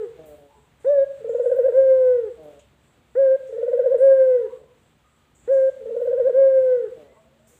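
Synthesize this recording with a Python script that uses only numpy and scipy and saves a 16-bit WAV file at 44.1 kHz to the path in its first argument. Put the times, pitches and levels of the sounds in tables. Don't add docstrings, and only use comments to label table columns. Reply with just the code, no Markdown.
import sys
import numpy as np
from scipy import signal
from scipy.fft import rfft, irfft
from scipy.io import wavfile
from scipy.ndimage import uniform_filter1d

SR = 44100
rng = np.random.default_rng(int(sys.argv[2]) if len(sys.argv) > 2 else 0)


def master(y):
    cut = np.clip(np.atleast_2d(y).T, -1, 1)
    pcm = np.round(cut * 32767)
    wavfile.write(sys.argv[1], SR, pcm.astype(np.int16))


def gain_from_db(level_db):
    decades = np.asarray(level_db, float) / 20
    return 10 ** decades


N = 334702
LEAD = SR


def clock():
    return np.arange(-LEAD, N) / SR


def rms_one(x):
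    return x / np.sqrt(np.mean(x ** 2) + 1e-20)


def smooth(x, seconds):
    size = max(int(seconds * SR), 1)
    return uniform_filter1d(uniform_filter1d(x, size=size), size=size)


def drift(rate_hz):
    r = np.exp(-2 * np.pi * rate_hz / SR)
    wander = signal.lfilter([1], [1, -2 * r, r * r], rng.standard_normal(N + 2 * LEAD))
    return rms_one(wander[LEAD:])


def band(low_hz, high_hz, size):
    edges = np.clip([low_hz, high_hz], 15, .45 * SR)
    sos = signal.butter(2, edges, "band", fs=SR, output="sos")
    return rms_one(signal.sosfilt(sos, rng.standard_normal(size)))


def phrase(tables, edge_s):
    rows = []
    for table in tables:
        first, last = table[0], table[-1]
        rows += [(first[0] - edge_s, first[1], -90), *table, (last[0] + edge_s, last[1], -90)]
    s, hz, db = np.transpose(sorted(rows))
    return np.interp(clock(), s, hz), gain_from_db(np.interp(clock(), s, db))


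# opens in seconds, shuts in seconds, opening left afterwards from 0 to 1.
GATE_SPANS = [
    (-1.4, .41, .25),
    (.825, 2.585, .27),
    (3.17, 4.6, .14),
    (5.44, 7.07, .16),
]
GATE_FIRST, GATE_WIDEST, GATE_LAST = .73, .99, .76
GATE_WIDEST_AT, GATE_EDGE_S = .6, .035


def gate():
    rows, before = [], 0
    for opens, shuts, left in GATE_SPANS:
        rows += [(opens - GATE_EDGE_S, before), (opens + GATE_EDGE_S, GATE_FIRST),
                 (opens + GATE_WIDEST_AT * (shuts - opens), GATE_WIDEST),
                 (shuts - GATE_EDGE_S, GATE_LAST), (shuts + GATE_EDGE_S, left)]
        before = left
    return np.interp(np.arange(N) / SR, *np.transpose(rows))


# pitch in Hz, level in dB per Hz.
FLOOR = [(15, -53), (30, -26.5), (42, -12.5), (60, -5), (92, -4.5), (145, -4.5), (190, -9), (330, -10.5),
         (880, -16), (3540, -22.5), (5280, -35), (7860, -29), (9400, -37.5), (13500, -39.5), (15500, -34.5)]
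FLOOR_DB, GATE_BASS_DB, GATE_TREBLE_DB = -63.5, 5.5, 7


def floor():
    hz = np.fft.rfftfreq(N, 1 / SR) + 1
    points_hz, points_db = np.transpose(FLOOR)
    colour = gain_from_db(np.interp(np.log(hz), np.log(points_hz), points_db))
    spectrum = rfft(rng.standard_normal(N)) * colour
    level = gain_from_db(FLOOR_DB) / np.std(irfft(spectrum, N))
    treble = 1 / (1 + (700 / hz) ** 2)
    opening = gate()
    bass_gain = gain_from_db(GATE_BASS_DB * opening + 1.5 * drift(2)[:N])
    treble_gain = gain_from_db(GATE_TREBLE_DB * opening + .6 * drift(8)[:N])
    low = bass_gain * irfft(spectrum * (1 - treble), N)
    high = treble_gain * irfft(spectrum * treble, N)
    return level * (low + high)


# pitch in Hz, width in Hz, level in dB.
RUMBLE_PEAKS = [
    (65, 7.4, -69),
    (142, 22, -71.5),
    (232, 12, -74),
]


def rumble():
    return sum(gain_from_db(db) * band(hz - width_hz / 2, hz + width_hz / 2, size=N)
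               for hz, width_hz, db in RUMBLE_PEAKS)


# time in seconds, swells counted so far.
THROBS = [(.03, 0), (3.456, 12), (4.275, 15), (7.76, 27)]
INSECT_HZ, INSECT_WIDTH_HZ, INSECT_DB = 7800, 900, -75


def insect():
    throb = np.cos(np.pi * np.interp(np.arange(N) / SR, *np.transpose(THROBS))) ** 2
    chirr = band(INSECT_HZ - INSECT_WIDTH_HZ / 2, INSECT_HZ + INSECT_WIDTH_HZ / 2, size=N)
    return gain_from_db(INSECT_DB + 1.5 * drift(2)[:N]) * throb * chirr


# start in seconds, length in seconds, pitch in Hz, level in dB.
MOTOR = [
    (0, .65, 68, -66.5),
    (1.455, 1.2, 70.8, -60),
    (5.753, .27, 232, -61.5),
    (6.215, .24, 232.6, -61),
    (6.8, .78, 228, -69.5),
]
# start in seconds, length in seconds, start pitch in Hz, end pitch in Hz, level in dB.
FAR = [(0.485, 0.11, 900, 877, -59), (0.495, .22, 1020, 970, -65.5), (0.553, 0.097, 435, 428.4, -61),
       (4.384, 0.19, 930, 1005, -58), (4.5, 0.089, 1130, 1124, -63), (4.6, 0.17, 1000, 992, -69),
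       (5.04, .05, 1250, 1237, -60.5), (5.09, .22, 1230, 1224, -72), (7.116, 0.088, 890, 910, -67),
       (7.127, 0.079, 1100, 1090, -67), (7.163, 0.13, 620, 694, -60.5), (7.23, 0.15, 505, 561, -64),
       (7.389, .1, 600, 688, -62.5), (7.5, 0.069, 490, 477, -63), (7.03, .15, 1950, 2008, -70),
       (0.868, .035, 3612, 3735, -61.5), (.975, 0.041, 3773, 3806, -65.5)]
WAVER_SHARE, WAVER_MAX_HZ = .036, 50


def far_calls():
    out, waver, flutter = np.zeros(N + LEAD), drift(70), gain_from_db(3.3 * drift(32))
    steady = [(s, length, hz, hz, db) for s, length, hz, db in MOTOR]
    for s, length, hz, end_hz, db in FAR + steady:
        rough_hz = min(WAVER_SHARE * hz, WAVER_MAX_HZ)
        at = LEAD + int(s * SR)
        u = np.linspace(0, 1, int(length * SR))[:len(out) - at]
        here = slice(at, at + len(u))
        pitch = hz + (end_hz - hz) * u + rough_hz * waver[here]
        tone = np.sin(2 * np.pi * np.cumsum(pitch) / SR)
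        swelling = np.sin(np.pi * u) ** 0.51
        out[here] += gain_from_db(db + 2.5) * flutter[here] ** min(rough_hz / 20, 1) * swelling * tone
    return out


# start in seconds, length in seconds, start pitch in Hz, end pitch in Hz, level in dB.
HUM_CALLS = [
    (0.175, .315, 163, 141.5, -46.5),
    (2.375, .225, 162, 141, -45),
    (4.585, .115, 151, 134, -54),
    (6.955, .185, 165, 131, -50),
]
HUM_ATTACK_S, HUM_START_DB, HUM_FADE_DB, HUM_BEND = .025, -9, -12, 1.7


def hum_rows(s, length, hz, end_hz, db):
    t = np.append(0, np.linspace(HUM_ATTACK_S, length, num=6))
    level = db + HUM_FADE_DB * t / length + HUM_START_DB * (t == 0)
    pitch = end_hz + (hz - end_hz) * (1 - t / length) ** HUM_BEND
    return list(zip(s + t, pitch, level))


# pitch in Hz, level in dB.
HUM_THROAT = [(140, -16.5), (300, -9.5), (430, -3.5), (600, 1.5), (750, -12.5), (900, -25.5), (1500, -33.5)]


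def hum():
    hz, gain = phrase([hum_rows(*call) for call in HUM_CALLS], edge_s=0.0081)
    unsteady = drift(40)
    phase = 2 * np.pi * np.cumsum(hz * (1 + 0.011 * unsteady)) / SR
    throat_hz, throat_db = np.transpose(HUM_THROAT)
    stack = sum(gain_from_db(np.interp(k * hz, throat_hz, throat_db)) * np.sin(k * phase + k * k) for k in range(1, 11))
    return np.sqrt(2) * smooth(gain, .012) * gain_from_db(3.0 * unsteady[::-1]) * stack


# start in seconds, peak in dB, centre in Hz, width in Hz, time to fall 60 dB in seconds.
CLINKS = [(.255, -61.5, 14500, 4000, 0.59), (.256, -66, 8500, 3000, 0.8), (.80, -69.5, 7800, 2500, 1.4),
          (1.286, -64.5, 7300, 900, 1.2), (1.425, -65, 8400, 1950, .9), (1.56, -60.5, 14800, 2990, 0.45),
          (2.591, -59.5, 7300, 1966, 0.16), (3.17, -77, 6000, 626, 0.33), (3.47, -68.5, 7000, 2950, 0.82),
          (3.978, -62, 8700, 1963, 1.1), (5.348, -64, 7500, 1197, 1.3), (5.35, -79.5, 14800, 2460, .6),
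          (5.523, -62, 7200, 2466, 1.02), (6.01, -70, 14500, 3100, 0.9), (7.47, -62.5, 7600, 2510, 1.8),
          (7.475, -66.5, 14500, 4040, 0.69), (2.43, -69, 11000, 8000, .4), (1.76, -71.5, 6800, 580, .9),
          (3.79, -71, 14000, 3000, .3), (.87, -71, 6000, 500, .5), (2.592, -62, 3020, 1200, .4)]


def clinks():
    out, t = np.zeros(N + SR), np.arange(SR) / SR
    for s, db, hz, width_hz, t60 in CLINKS:
        decay = np.minimum(t / .003, 1) * gain_from_db(db - 60 * t / t60)
        at = int(s * SR)
        out[at:at + SR] += decay * band(hz - width_hz / 2, hz + width_hz / 2, size=SR)
    return out[:N]


SCOOP_HZ, SCOOP_DB, SCOOP_S, SHOULDER_SHARE, SHOULDER_DB = 427, -15, .023, .7, -1.2
PEAK_BASE_HZ, PEAK_DELAY_HZ_PER_S = 500, 1300
SETTLE_S, UNDERSHOOT, CUT_S, CUT_DB = .085, .26, .008, -7.5


def short_note(s, length, peak_hz, end_hz, db):
    top = s + (peak_hz - PEAK_BASE_HZ) / PEAK_DELAY_HZ_PER_S
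    shoulder_hz = SCOOP_HZ + SHOULDER_SHARE * (peak_hz - SCOOP_HZ)
    return [(s + 0.00055, .85 * SCOOP_HZ, db + SCOOP_DB - 1.5),
            (s + 0.004, 1.1 * SCOOP_HZ, db + SCOOP_DB + 3),
            (s + SCOOP_S, shoulder_hz, db + SHOULDER_DB),
            (top, peak_hz, db),
            (top + SETTLE_S, end_hz - UNDERSHOOT * (peak_hz - end_hz), db),
            (s + length - CUT_S, end_hz, db - 1.8),
            (s + length, end_hz, db + CUT_DB)]


# share of its pulses gone, opening pitch in Hz,
# dip pitch in Hz, dip level in dB, end level in dB.
ROLL = [(0, 485, 428, -39.5, -41.5), (.125, 478, 433, -31, -25.5), (.375, 496, 456, -27.5, -21.5),
        (.75, 531, 465, -24.5, -15.5), (.875, 532, 462, -24, -11.5), (1, 537, 450, -25, -26.5)]


def swell(pulses):
    share, *columns = np.transpose(ROLL)
    place = np.linspace(0, 1, len(pulses))
    hz, dip_hz, dip_db, end_db = [np.interp(place, share, c) for c in columns]
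    s, db = np.transpose(pulses)
    return list(zip(s, hz, dip_hz, db, dip_db, end_db))


def trill_rows(pulses, end_s, end_hz):
    tables = []
    following = [p[:2] for p in pulses[1:]] + [(end_s, end_hz)]
    for (s, hz, dip_hz, db, dip_db, end_db), (stop, next_hz) in zip(pulses, following):
        sag = s + min(.036, .6 * (stop - s))
        tables.append([(s + 0.0018, hz + 15, db - 0.5),
                       (s + 0.0038, hz, db),
                       (s + 0.71 * (sag - s), dip_hz + 6, (db + dip_db) / 2),
                       (sag, dip_hz, dip_db),
                       (max(stop - .21 * (stop - s), sag + .001), next_hz, end_db),
                       (stop - .007, next_hz + 10, end_db - 5)])
    return tables


# share of length, share of peak pitch, level in dB.
EMPTYING = [(0, .85, -15), (.045, .95, -4), (.1, 1.001, 0.3), (.4, .97, -.6), (.7, .931, -2.5),
            (.78, .892, -7), (.86, .845, -13.5), (.945, .775, -15.5), (.99, .64, -36)]
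# pitch in Hz, level in dB.
STANDING = [(498, -2.2), (510, .6), (519.5, -7), (524.5, 0.3), (530, -4), (536, 0.4), (548, -.6)]


def long_note(s, length, hz, db):
    share, pitch, fall_db = np.transpose(EMPTYING)
    u = np.union1d(share, np.linspace(share[2], share[4], num=40))
    pitch = hz * np.interp(u, share, pitch)
    standing_db = (u >= share[2]) * np.interp(pitch, *np.transpose(STANDING))
    level = db + np.interp(u, share, fall_db) + standing_db
    return list(zip(s + u * length, pitch, level))


CROP_HZ, CROP_WIDTH_HZ, CROP_RING_HZ = 561.6, 105, 96


def crop(source, hz):
    r, w = np.exp(-np.pi * CROP_RING_HZ / SR), 2 * np.pi * CROP_HZ / SR
    b = (1 - r * r) / 2 * np.array([1, 0, -1])
    a = [1, -2 * r * np.cos(w), r * r]
    detune = (hz - CROP_HZ ** 2 / hz) / CROP_RING_HZ
    return signal.lfilter(b, a, source * np.sqrt(1 + detune ** 2))


# start in seconds, length in seconds, peak pitch in Hz, end pitch in Hz, level in dB.
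SHORT_NOTES = [
    (0.845, .198, 587, 551, -14),
    (3.152, .208, 551, 532, -13.2),
    (5.476, .22, 548, 532.7, -14),
]
# pulse start in seconds, opening level in dB.
TRILLS = [
    [(1.204, -38.5), (1.242, -26), (1.29, -20), (1.345, -16.5), (1.394, -14.5), (1.455, -13.5),
     (1.513, -12), (1.584, -11), (1.679, -11)],
    [(3.488, -35.5), (3.524, -28), (3.578, -24), (3.626, -17.5), (3.677, -16.5), (3.728, -13),
     (3.789, -11.5), (3.856, -11.5), (3.94, -10.5)],
    [(5.803, -36), (5.855, -29), (5.904, -26), (5.962, -19.5), (6.013, -18), (6.07, -16.5), (6.126, -15.5),
     (6.195, -13), (6.292, -12.5)],
]
# start in seconds, length in seconds, peak pitch in Hz, level in dB.
LONG_NOTES = [
    (-.53, .61, 526, -10.5),
    (1.722, .588, 537, -10.5),
    (3.985, .505, 545, -9.5),
    (6.325, .575, 544, -11),
]
# pitch in Hz, level in dB against the fundamental.
WINDPIPE = [(680, -27.5), (850, -40.5), (1080, -45), (1300, -44.5), (1620, -35.5), (1760, -38), (1920, -40),
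            (2200, -50), (2600, -58), (3000, -76)]


def coo():
    long_notes = [long_note(*note) for note in LONG_NOTES]
    tables = long_notes + [short_note(*note) for note in SHORT_NOTES]
    for pulses, note in zip(TRILLS, long_notes[1:]):
        tables += trill_rows(swell(pulses), *note[0][:2])
    hz, gain = phrase(tables, edge_s=.002)
    hz = smooth(hz, .004) * (1 + .002 * drift(25))
    gain = np.sqrt(2) * smooth(gain, 0.0021)
    phase = 2 * np.pi * np.cumsum(hz) / SR

    pop = sum(gain_from_db(12) * np.exp(-((clock() - note[0]) / .012) ** 2) for note in SHORT_NOTES)
    off_crop = np.minimum(np.sqrt(1 + ((hz - CROP_HZ) / CROP_WIDTH_HZ) ** 6), gain_from_db(9)) + pop
    pipe_hz, pipe_db = np.transpose(WINDPIPE)
    overtones = 0
    for k in range(2, 6):
        level_db = np.interp(k * hz, pipe_hz, pipe_db) - 5.5 * (k > 3) + 1.8 * drift(6.7)
        overtones = overtones + gain_from_db(level_db) * np.sin(k * phase)

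    crop_floor = signal.butter(2, 300, "high", fs=SR, output="sos")
    fundamental = signal.sosfilt(crop_floor, crop(gain * np.sin(phase), hz))
    return fundamental, smooth(gain, 0.0047) * off_crop * overtones


ROOM_T60_S, WET_DB, OVERTONE_WET_DB, FAR_WET_DB = .52, -11, -7, -8


def room(x):
    t = np.arange(SR) / SR
    build_up = np.clip((t - .006) / 0.028, 0, 1)
    echoes = rng.standard_normal(SR) * gain_from_db(-60 * t / ROOM_T60_S) * build_up
    return signal.fftconvolve(x, echoes / np.sqrt(np.sum(echoes ** 2)))[:len(x)]


def scene():
    fundamental, overtones = coo()
    near, far = fundamental + hum(), far_calls()
    into_room = gain_from_db(WET_DB) * near + gain_from_db(OVERTONE_WET_DB) * overtones + gain_from_db(FAR_WET_DB) * far
    wet = room(into_room) * gain_from_db(1.2 * drift(8))
    echoing = (near + overtones + far + wet)[LEAD:]
    return (echoing + clinks() + insect() + floor() + rumble())[None]


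def top_cut(x):
    return signal.sosfilt(signal.butter(12, 16650, fs=SR, output="sos"), x)


def record(dry):
    cut = irfft(rfft(dry) * (np.fft.rfftfreq(N, 1 / SR) < 15520), N)
    return top_cut(cut)


dry = scene()
out = record(dry)
master(out)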